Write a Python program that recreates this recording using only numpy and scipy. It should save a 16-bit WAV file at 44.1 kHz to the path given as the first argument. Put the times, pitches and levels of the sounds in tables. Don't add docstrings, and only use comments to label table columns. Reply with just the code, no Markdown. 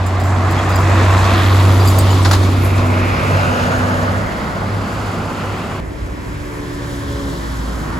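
import sys
import numpy as np
from scipy import signal
from scipy.fft import rfft, irfft, next_fast_len
from scipy.io import wavfile
from scipy.ndimage import map_coordinates

SR = 44100
rng = np.random.default_rng(int(sys.argv[2]) if len(sys.argv) > 2 else 0)


def persist_wave(psi):
    counts = np.round(np.clip(psi, -1, 1) * 32767).astype(np.int16)
    wavfile.write(sys.argv[1], SR, np.atleast_2d(counts).T)


N = 352359

TIME = np.arange(N) / SR
JUMP_S = 5.8017
SIDES = np.array([[1], [-1]])
# (frequency [Hz], relative level [dB])
RUMBLE_COLOUR = [(25, -33), (36, -13), (48, -5), (60, -5.5), (75, -6), (105, -6)]
# (frequency [Hz], relative level [dB])
SPRAY_COLOUR = [(5500, 0), (7000, 0), (9200, -2.5), (11300, -6), (13200, -10.5), (15000, -11.5),
                (16500, -20)]
PASSING_EDGES_HZ = [25, 105, 420, 1700, 5500, 9200, 16500]
# (frequency [Hz], coherence [0-1], left lead [rad])
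AHEAD = [(60, 0.86, 0), (150, 0.97, 0.0082), (400, 0.85, 0), (1050, 0.79, 0), (1730, 0.38, 0),
         (3650, 0.76, 0), (5730, 0.38, 0), (7560, 1, 0), (16000, 1, 0.038)]


def from_db(db):
    return 10 ** (np.asarray(db) / 20)


def rms_one(x):
    return x / np.sqrt(np.mean(x ** 2) + 1e-20)


def in_time(rows):
    s, *columns = np.transpose(rows)
    return [np.interp(TIME, s, c) for c in columns]


def at_hz(points, hz):
    known_hz, *columns = np.transpose(points)
    return [np.interp(np.log(hz), np.log(known_hz), c) for c in columns]


def drift(rate):
    step = 40
    r = np.exp(-2 * np.pi * rate * step / SR)
    white = rng.standard_normal(N // step + 2002)
    slow = signal.lfilter([1], [1, -2 * r, r * r], white)[2000:]
    return np.interp(np.arange(N) / step, np.arange(len(slow)), rms_one(slow))


def turning(hz):
    return 2 * np.pi * np.cumsum(hz) / SR


def swell(at_s, span_s, falloff=1.515):
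    return (1 + ((TIME - at_s) / span_s) ** 2) ** (-falloff / 2)


def noise(colour, low, high, bearing=AHEAD):
    padded = next_fast_len(N, True)
    hz = np.fft.rfftfreq(padded, 1 / SR) + 1
    edges = np.sqrt((1 + (low / hz) ** 24) * (1 + (hz / high) ** 24))
    gain = from_db(at_hz(colour, hz)[0]) / edges
    alike, lead = at_hz(bearing, hz)
    alike = np.clip(alike, 0, 1)
    mid, side = rfft(rng.standard_normal((2, padded)))
    pair = gain * (np.sqrt(1 + alike) * mid + SIDES * np.sqrt(1 - alike) * side)
    pair[0] *= np.exp(1j * lead)
    return rms_one(irfft(pair, padded)[:, :N])


def road_echo(x, size=1024, width_octaves=0.26):
    # (time [s], centre [Hz], gain at the centre [dB])
    hollow = [(1.4, 1600, 0), (1.9, 1640, -4), (3.1, 1680, 0), (3.6, 2000, -3), (4.0, 2350, -1.5),
              (4.6, 2450, -4), (6.5, 2500, -0.5), (7.3, 2440, -7.5), (7.95, 2370, -4)]
    hz, s, frames = signal.stft(x, SR, nperseg=size)
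    known_s, *columns = np.transpose(hollow)
    centre_hz, depth_db = (np.interp(s, known_s, c) for c in columns)
    octaves = np.log2((hz[:, None] + 1) / centre_hz)
    notch = from_db(depth_db * np.exp(-(octaves / width_octaves) ** 2))
    return signal.istft(frames * notch, SR, nperseg=size)[1][:, :N]


def truck_nearness():
    return np.hypot(from_db(5) * swell(1.18, 0.78), from_db(-15))


def passing_noise(phase, knock=0.16, roar_knock=0.18, flutter_db=0.78, spray_flutter_db=1.1):
    # (nearest [s], span [s], rumble [dB],
    # engine body [dB], roar [dB], clatter [dB], spray [dB], fine spray [dB])
    passes = [(1.2, 0.92, -31, -24, -18.5, -25, -36.5, -51),
              (2.1, 0.62, -28, -22.5, -30.5, -31.5, -38.5, -42),
              (3.57, 0.66, -28.5, -28, -18.5, -27.5, -41.5, -44.5),
              (5.28, 1.0, -34.5, -27, -26.5, -33, -44.5, -50)]
    carry = [1.9, 1.42, 0.95, 0.85, 0.76, 0.84]
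    # (frequency [Hz], relative level [dB])
    truck_colour = [(120, -1), (310, -3), (450, -5.5), (690, -0.5), (850, -3.5), (1100, 0), (1900, -12.5),
                    (2900, -23.5), (3700, -26), (5600, -29.5)]
    flank_colour = [(120, -1.5), (200, -1.5), (320, 3), (450, -3.5), (800, -20), (1130, -14), (1700, -26),
                    (3400, -13), (5600, -19)]
    rear_colour = [(120, -1.5), (165, -3), (330, -10.5), (580, -3), (850, -9), (1500, -7), (1950, -14),
                   (3000, -25), (5600, -27.5)]
    taxi_colour = [(120, -4), (205, 0.5), (330, -6.5), (560, -5.5), (800, -6), (1400, -6.5), (1750, -18),
                   (2700, -19.5), (3600, -28.5), (5600, -34.5)]
    # (frequency [Hz], coherence [0-1], left lead [rad])
    beside = [(100, 1, -2), (300, 0.99, 1.75), (580, 0.49, -0.34), (1010, 0.19, 2), (1340, 1, 2),
              (1680, 0.73, 3), (2520, 0.19, 5.5), (3580, 0.71, 6.5), (5500, .4, 5.5)]
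    voices = [(truck_colour, AHEAD), (flank_colour, AHEAD), (rear_colour, beside), (taxi_colour, AHEAD)]
    layers = np.zeros((len(carry), 2, N))
    for (s, span, *levels), voice in zip(passes, voices):
        rumble_part, spray_part = (RUMBLE_COLOUR, AHEAD), (SPRAY_COLOUR, AHEAD)
        parts = [rumble_part, voice, voice, voice, spray_part, spray_part]
        for k, (db, (colour, bearing)) in enumerate(zip(levels, parts)):
            band = noise(colour, PASSING_EDGES_HZ[k], PASSING_EDGES_HZ[k + 1], bearing)
            layers[k] += from_db(db) * swell(s, span * carry[k]) * band
    rumble, body, roar, clatter, spray, fine_spray = layers
    firing = truck_nearness() * (np.cos(phase) + 0.91 * np.cos(phase / 2)) / 2
    roar = roar * (1 + roar_knock * firing) * from_db(flutter_db * drift(16.5))
    clatter = clatter * (1 + knock * firing) * from_db(flutter_db * drift(4.9))
    all_spray = (spray + fine_spray) * from_db(spray_flutter_db * drift(23))
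    return rumble + body + roar + clatter + all_spray


def arriving_noise(flutter_db=0.9):
    # (level at the jump [dB], change [dB/s])
    approach = [(-28, -2), (-33, 2), (-33.5, 1.5), (-36.5, 3)]
    # (frequency [Hz], relative level [dB])
    coach_colour = [(120, 7.5), (220, 1.5), (330, -3.5), (550, -6), (720, -12), (1100, -13.5),
                    (1850, -17.5), (2450, -21.5), (3400, -22), (4300, -25), (5600, -24.5)]
    band_edges = [25, 105, 250, 900, 2600, 5500, 16500]
    # (frequency [Hz], coherence [0-1], left lead [rad])
    far = [(55, 0.93, 0.5), (108, 1, 0.1), (292, 0.91, -1.36), (537, 0.45, -2), (760, 0.12, 1),
           (1010, 0.39, 0), (1280, 0.64, 3.5), (1880, 0.25, 2.5), (2660, 0.33, -2), (3600, 1, 1),
           (5640, .4, 0.5), (7300, 1, 0)]
    colours = [RUMBLE_COLOUR, coach_colour, coach_colour, coach_colour, coach_colour, SPRAY_COLOUR]
    gains = [from_db(db + rise_db * (TIME - JUMP_S)) for db, rise_db in approach]
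    gains += [from_db(db) * swell(7.3, 0.85) for db in (-40, -42)]
    out = 0
    for gain, colour, low, high in zip(gains, colours, band_edges, band_edges[1:]):
        out = out + gain * from_db(flutter_db * drift(6.7)) * noise(colour, low, high, far)
    return out


def rushes(rows, spread=0.066):
    out = 0
    for s, span, centre_hz, glide, half_width_hz, db in rows:
        lowpass = signal.butter(2, half_width_hz, fs=SR, output="sos")
        slow = signal.sosfilt(lowpass, rng.standard_normal((2, 2, N)))
        phase = turning(centre_hz + glide * np.tanh(TIME - s))
        mid, side = slow[0] * np.cos(phase) + slow[1] * np.sin(phase)
        out = out + from_db(db) * swell(s, span) * rms_one(mid + spread * side * SIDES)
    return out


def splashes():
    # (nearest [s], span [s], level [dB])
    wet_patches = [(1.65, 0.42, -41.5), (2.655, 0.016, -35)]
    # (frequency [Hz], relative level [dB])
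    hiss_colour = [(9000, -9.5), (11400, 4), (16000, -13)]
    gain = sum(from_db(db) * swell(s, span) for s, span, db in wet_patches)
    return gain * noise(hiss_colour, PASSING_EDGES_HZ[4], PASSING_EDGES_HZ[-1])


def jump_click(db=-13, decay_s=0.001):
    return from_db(db) * np.exp(-np.clip(TIME - JUMP_S, 0, .05) / decay_s)


def puffs(attack_s=0.003, decay_s=0.02):
    # (opening [s], length [s], level before dulling [dB], lowpass cutoff [Hz])
    openings = [(1.241, 0.009, -24, 9000), (2.247, 0.009, -15.2, 9500), (2.309, 0.008, -14.8, 15000),
                (2.329, 0.011, -15.8, 12000), (2.428, 0.008, -25.5, 12000), (2.777, 0.008, -25, 7500)]
    # (frequency [Hz], relative level [dB])
    jet_colour = [(550, 7), (1100, 13), (1800, 5.5), (2500, -2.5), (4200, 3), (7000, -4), (12500, -10.5),
                  (16000, -14)]
    out = 0
    for s, length, db, top_hz in openings:
        attack = np.clip((TIME - s) / attack_s, 0, 1)
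        decay = np.exp(-np.clip(TIME - s - length, 0, .5) / decay_s)
        dull = signal.butter(2, min(top_hz, .45 * SR), fs=SR, output="sos")
        out = out + from_db(db) * attack * decay * signal.sosfilt(dull, noise(jet_colour, 430, 16000))
    return out * from_db(1.5 * drift(200))


def squeaks(chafe=.35, chafe_bend=.012):
    # (centre [s], span [s], frequency [Hz], level [dB])
    rubs = [(.592, 0.013, 3300, -32.5), (.75, 0.043, 4900, -38), (1.81, .014, 4760, -32),
            (1.881, .011, 4770, -25.5), (2.106, .011, 3020, -30.5), (2.231, .009, 8100, -33)]
    out, bend = np.zeros(N), 1 + chafe_bend * drift(120)
    for s, span, hz, db in rubs:
        near = np.abs(TIME - s) < 4 * span
        envelope = from_db(db) * np.exp(-((TIME[near] - s) / span) ** 2)
        out[near] += envelope * np.sin(turning(hz * bend[near]))
    return np.sqrt(2) * out * (1 + chafe * drift(200))


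def jingles(bounce_s=0.011, scatter_db=-2.0, chink_db=-20.0, chink_s=0.0094, count=9):
    # (time [s], strength [dB])
    jolts = [(0.0608, -26.5), (0.1989, -30), (0.238, -29), (0.508, -27.5), (0.694, -27.5), (0.7555, -26),
             (0.796, -28.5), (1.85, -24), (1.8732, -15), (1.905, -22), (1.984, -15), (2.1044, -27)]
    # (frequency [Hz], relative level [dB], 60 dB decay time [s])
    metal = [(4760, -18, 0.088), (6980, -16, 0.11), (7430, -19.5, 0.12), (8170, -16, 0.081),
             (8650, -16, 0.05), (11370, -18, 0.069), (12530, -17, 0.048), (14950, -22, 0.03)]
    # (time [s], Doppler factor)
    doppler = [(0, 1.034), (.8, 1.031), (1.4, 1.018), (1.85, 1.0), (2.7, .992)]
    buzz_depth, grip_bend = .55, .004
    s, db = np.transpose(jolts)
    delays = rng.exponential(bounce_s, (len(s), count)) * (np.arange(count) > 0)
    at = ((s[:, None] + delays) * SR).astype(int)
    strength = from_db(db[:, None]) * np.exp(-delays / (4 * bounce_s))
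    clock = np.cumsum(in_time(doppler)[0] * (1 + grip_bend * drift(40)))
    rings = np.zeros(int(clock[-1]) + 2)
    for hz, mode_db, t60 in metal:
        r, w = from_db(-60 / (t60 * SR)), 2 * np.pi * hz / SR
        clicks = np.full(len(rings), 1e-18)
        mode_gain = from_db(mode_db + scatter_db * rng.standard_normal(at.shape))
        clicks[clock[at].astype(int)] = strength * mode_gain
        rings += signal.lfilter([0, np.sin(w)], [1, -2 * r * np.cos(w), r * r], clicks)
    touches = np.full(N, 1e-18)
    touches[at] = strength ** 2
    chink_power = signal.lfilter([1], [1, -np.exp(-2 / (chink_s * SR))], touches)
    chink = np.sqrt(chink_power) * noise([(6000, 0), (16000, 0)], 4100, 16000)
    buzz = 1 + buzz_depth * drift(220)
    return buzz * map_coordinates(rings, [clock], order=3) + from_db(chink_db) * chink


def drone(rows, rough=.22):
    powers = np.array([(from_db(db) * swell(s, span)) ** 2 for s, span, _, db in rows])
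    total = powers.sum(axis=0)
    hz = np.array(rows)[:, 2] @ powers / total
    return np.sqrt(2 * total) * (1 + rough * drift(8.7)) * np.sin(turning(hz) + rough * drift(4.8))


def coach_engine(sway_db=1.0, fade_db_per_order=0.5, wobble=0.0019):
    # (time [s], firing rate [Hz], level of the fourth multiple [dB])
    slowing = [(5.85, 74.94, -41), (6.15, 73.8, -36), (6.6, 72.6, -32.5), (6.95, 70.84, -32),
               (7.3, 69.38, -28), (7.55, 68.2, -39), (7.99, 65.4, -36.5)]
    # (multiple of the firing rate, relative level [dB])
    orders = [(1, -7), (4, 0), (5, -7), (6, -15.5), (7, -18), (8, -13), (9, -23)]
    # (centre [s], span [s], multiple, rise [dB])
    surges = [(6.57, .12, 6, 9), (6.6, .35, 5, 3.5), (7.08, .1, 8, 4), (7.13, .14, 6, 9), (7.95, .15, 5, 9)]
    hz, db = in_time(slowing)
    phase = turning(hz * (1 + wobble * drift(5.1)))
    stack = 0
    for k, order_db in orders:
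        surge_db = sum(rise * np.exp(-((TIME - s) / span) ** 2)
                       for s, span, multiple, rise in surges if round(multiple) == round(k))
        flicker_db = (sway_db + fade_db_per_order * max(k - 3, 0)) * drift(6)
        tone = np.sin(k * phase + rng.uniform(0, 2 * np.pi))
        stack = stack + from_db(order_db + surge_db + flicker_db) * tone
    return np.sqrt(2) * from_db(db) * stack


def diesel_clack(phase, sharpness=0.6, uneven_db=1.5):
    # (nearest [s], span [s], centre [Hz], greatest glide either way [Hz], half-width [Hz], level [dB])
    clack = (1.4, 0.26, 3650, 220.5, 600, -30.5)
    ticks = rms_one(np.exp(sharpness * np.cos(phase)) * from_db(uneven_db * drift(40)))
    return ticks * rushes([clack])


def truck_engine(phase, throb=0.051, waver=0.34):
    # (centre [s], span [s], change [dB])
    wavers = [(.63, 0.11, -5), (1.36, 0.16, -3.5), (3.19, 0.042, -18), (3.35, 0.056, 2.5),
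              (3.57, 0.13, -4.5), (4.41, 0.13, -27), (4.75, 0.059, 4.5), (4.89, 0.041, -11),
              (5.35, 0.092, -8), (5.5, 0.043, 3.5), (5.63, 0.045, -8)]
    # (multiple of the six-firing cycle, level [dB])
    orders = [(4, -30), (5, -32), (9, -31.5), (12, -35), (16, -34), (21, -33.5)]
    waver_db = sum(db * np.exp(-((TIME - s) / span) ** 2) for s, span, db in wavers)
    boom_gain = from_db(-9.5 + waver_db) * swell(1.61, 1.16)
    boom = boom_gain * (1 + throb * drift(28)) * np.sin(phase)
    cycle = phase / 6
    growl = 0
    for k, db in orders:
        level = from_db(db) * (1 + waver * drift(3.9))
        growl = growl + level * np.sin(k * cycle + waver * drift(3.1) + rng.uniform(0, 2 * np.pi))
    return np.sqrt(2) * (boom + swell(1.4, 1.66) * growl)


def scene(grain_db=0.7):
    # (time [s], firing rate [Hz])
    truck_speed = [(0, 92.45), (.6, 94.4), (1.2, 94.87), (1.85, 95.97), (2.55, 94.6), (3.4, 96.2),
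                   (4, 96.5), (5, 101.7), (5.8, 99.6)]
    # (nearest [s], span [s], frequency [Hz], level [dB])
    bus_drones = [(2.64, 0.16, 244.5, -27), (3.01, 0.15, 248.1, -24), (3.59, 0.08, 244, -24.5),
                  (3.89, 0.15, 250, -23)]
    coach_booms = [(6, 0.22, 59.43, -28), (7.1, 0.0694, 70, -26.5), (7.6, .3, 56.2, -24.5)]
    # (nearest [s], span [s], centre [Hz],
    # greatest glide either way [Hz], half-width [Hz], level [dB])
    passing_rushes = [(0.32, 0.28, 740, 1, 93, -29), (1.2, 0.38, 2600, 99.5, 190, -33.5),
                      (2.7, 0.12, 2450, 200, 250, -36.5), (3.08, 0.33, 2330, 200, 360.1, -29.5),
                      (3.45, 0.23, 2660, 700.5, 260, -33), (3.65, 0.53, 155, 40, 29, -24),
                      (4.45, 0.41, 202, 15, 21.39, -31), (3.65, 0.23, 1480, 500, 150, -31.5),
                      (4.25, 0.32, 1950, 300, 200, -36.5), (3.65, 0.3, 6580, 100.5, 210, -44),
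                      (5.05, 0.54, 4645, 100, 400, -46.5), (5.3, 0.45, 2846, 100, 250, -51)]
    coach_rushes = [(7.05, 0.28, 113, -7, 7.9, -31), (5.5, 0.36, 1800, -100, 670, -40),
                    (6.85, 0.28, 1700, -50, 160, -43), (7.3, 0.34, 3750, 900, 570, -45.5),
                    (8.0, 0.25, 1200, 100, 372, -32), (7.95, 0.37, 220, 0, 47, -30.5)]
    phase = turning(in_time(truck_speed)[0])
    road = road_echo(passing_noise(phase)) + rushes(passing_rushes) * from_db(grain_db * drift(29))
    truck = truck_engine(phase) + diesel_clack(phase) + jingles() + squeaks()
    first = truck + drone(bus_drones) + puffs() + splashes() + road
    coach_road = road_echo(arriving_noise()) + rushes(coach_rushes)
    second = coach_engine() + drone(coach_booms) + coach_road
    return np.where(TIME < JUMP_S, first, second + jump_click())


def record(dry):
    # (frequency [Hz], left minus right [dB], left lead [rad])
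    ports = [(100, -.7, 0), (400, 0, 0), (1500, -2, 0), (2200, -1, .1), (3100, 2.5, .8), (4500, 3.2, .2),
             (7000, .6, 0), (7500, .4, -.5), (9100, 0, -3.1), (10300, 0, -5.9), (11700, 0, -6.3),
             (13400, 0, -9.4), (14800, 0, -12.5)]
    padded = next_fast_len(N + SR // 10, True)
    lean_db, lead = at_hz(ports, np.fft.rfftfreq(padded, 1 / SR) + 1)
    response = from_db(SIDES * lean_db / 2) * np.exp(1j * lead * [[1], [0]])
    heard = irfft(rfft(dry, padded) * response, padded)[:, :N]
    held = np.clip(heard, -.95, .95)
    lowpass = signal.ellip(10, .1, 80, 15900, fs=SR, output="sos")
    return signal.sosfilt(lowpass, held)


dry = scene()
out = record(dry)
persist_wave(out)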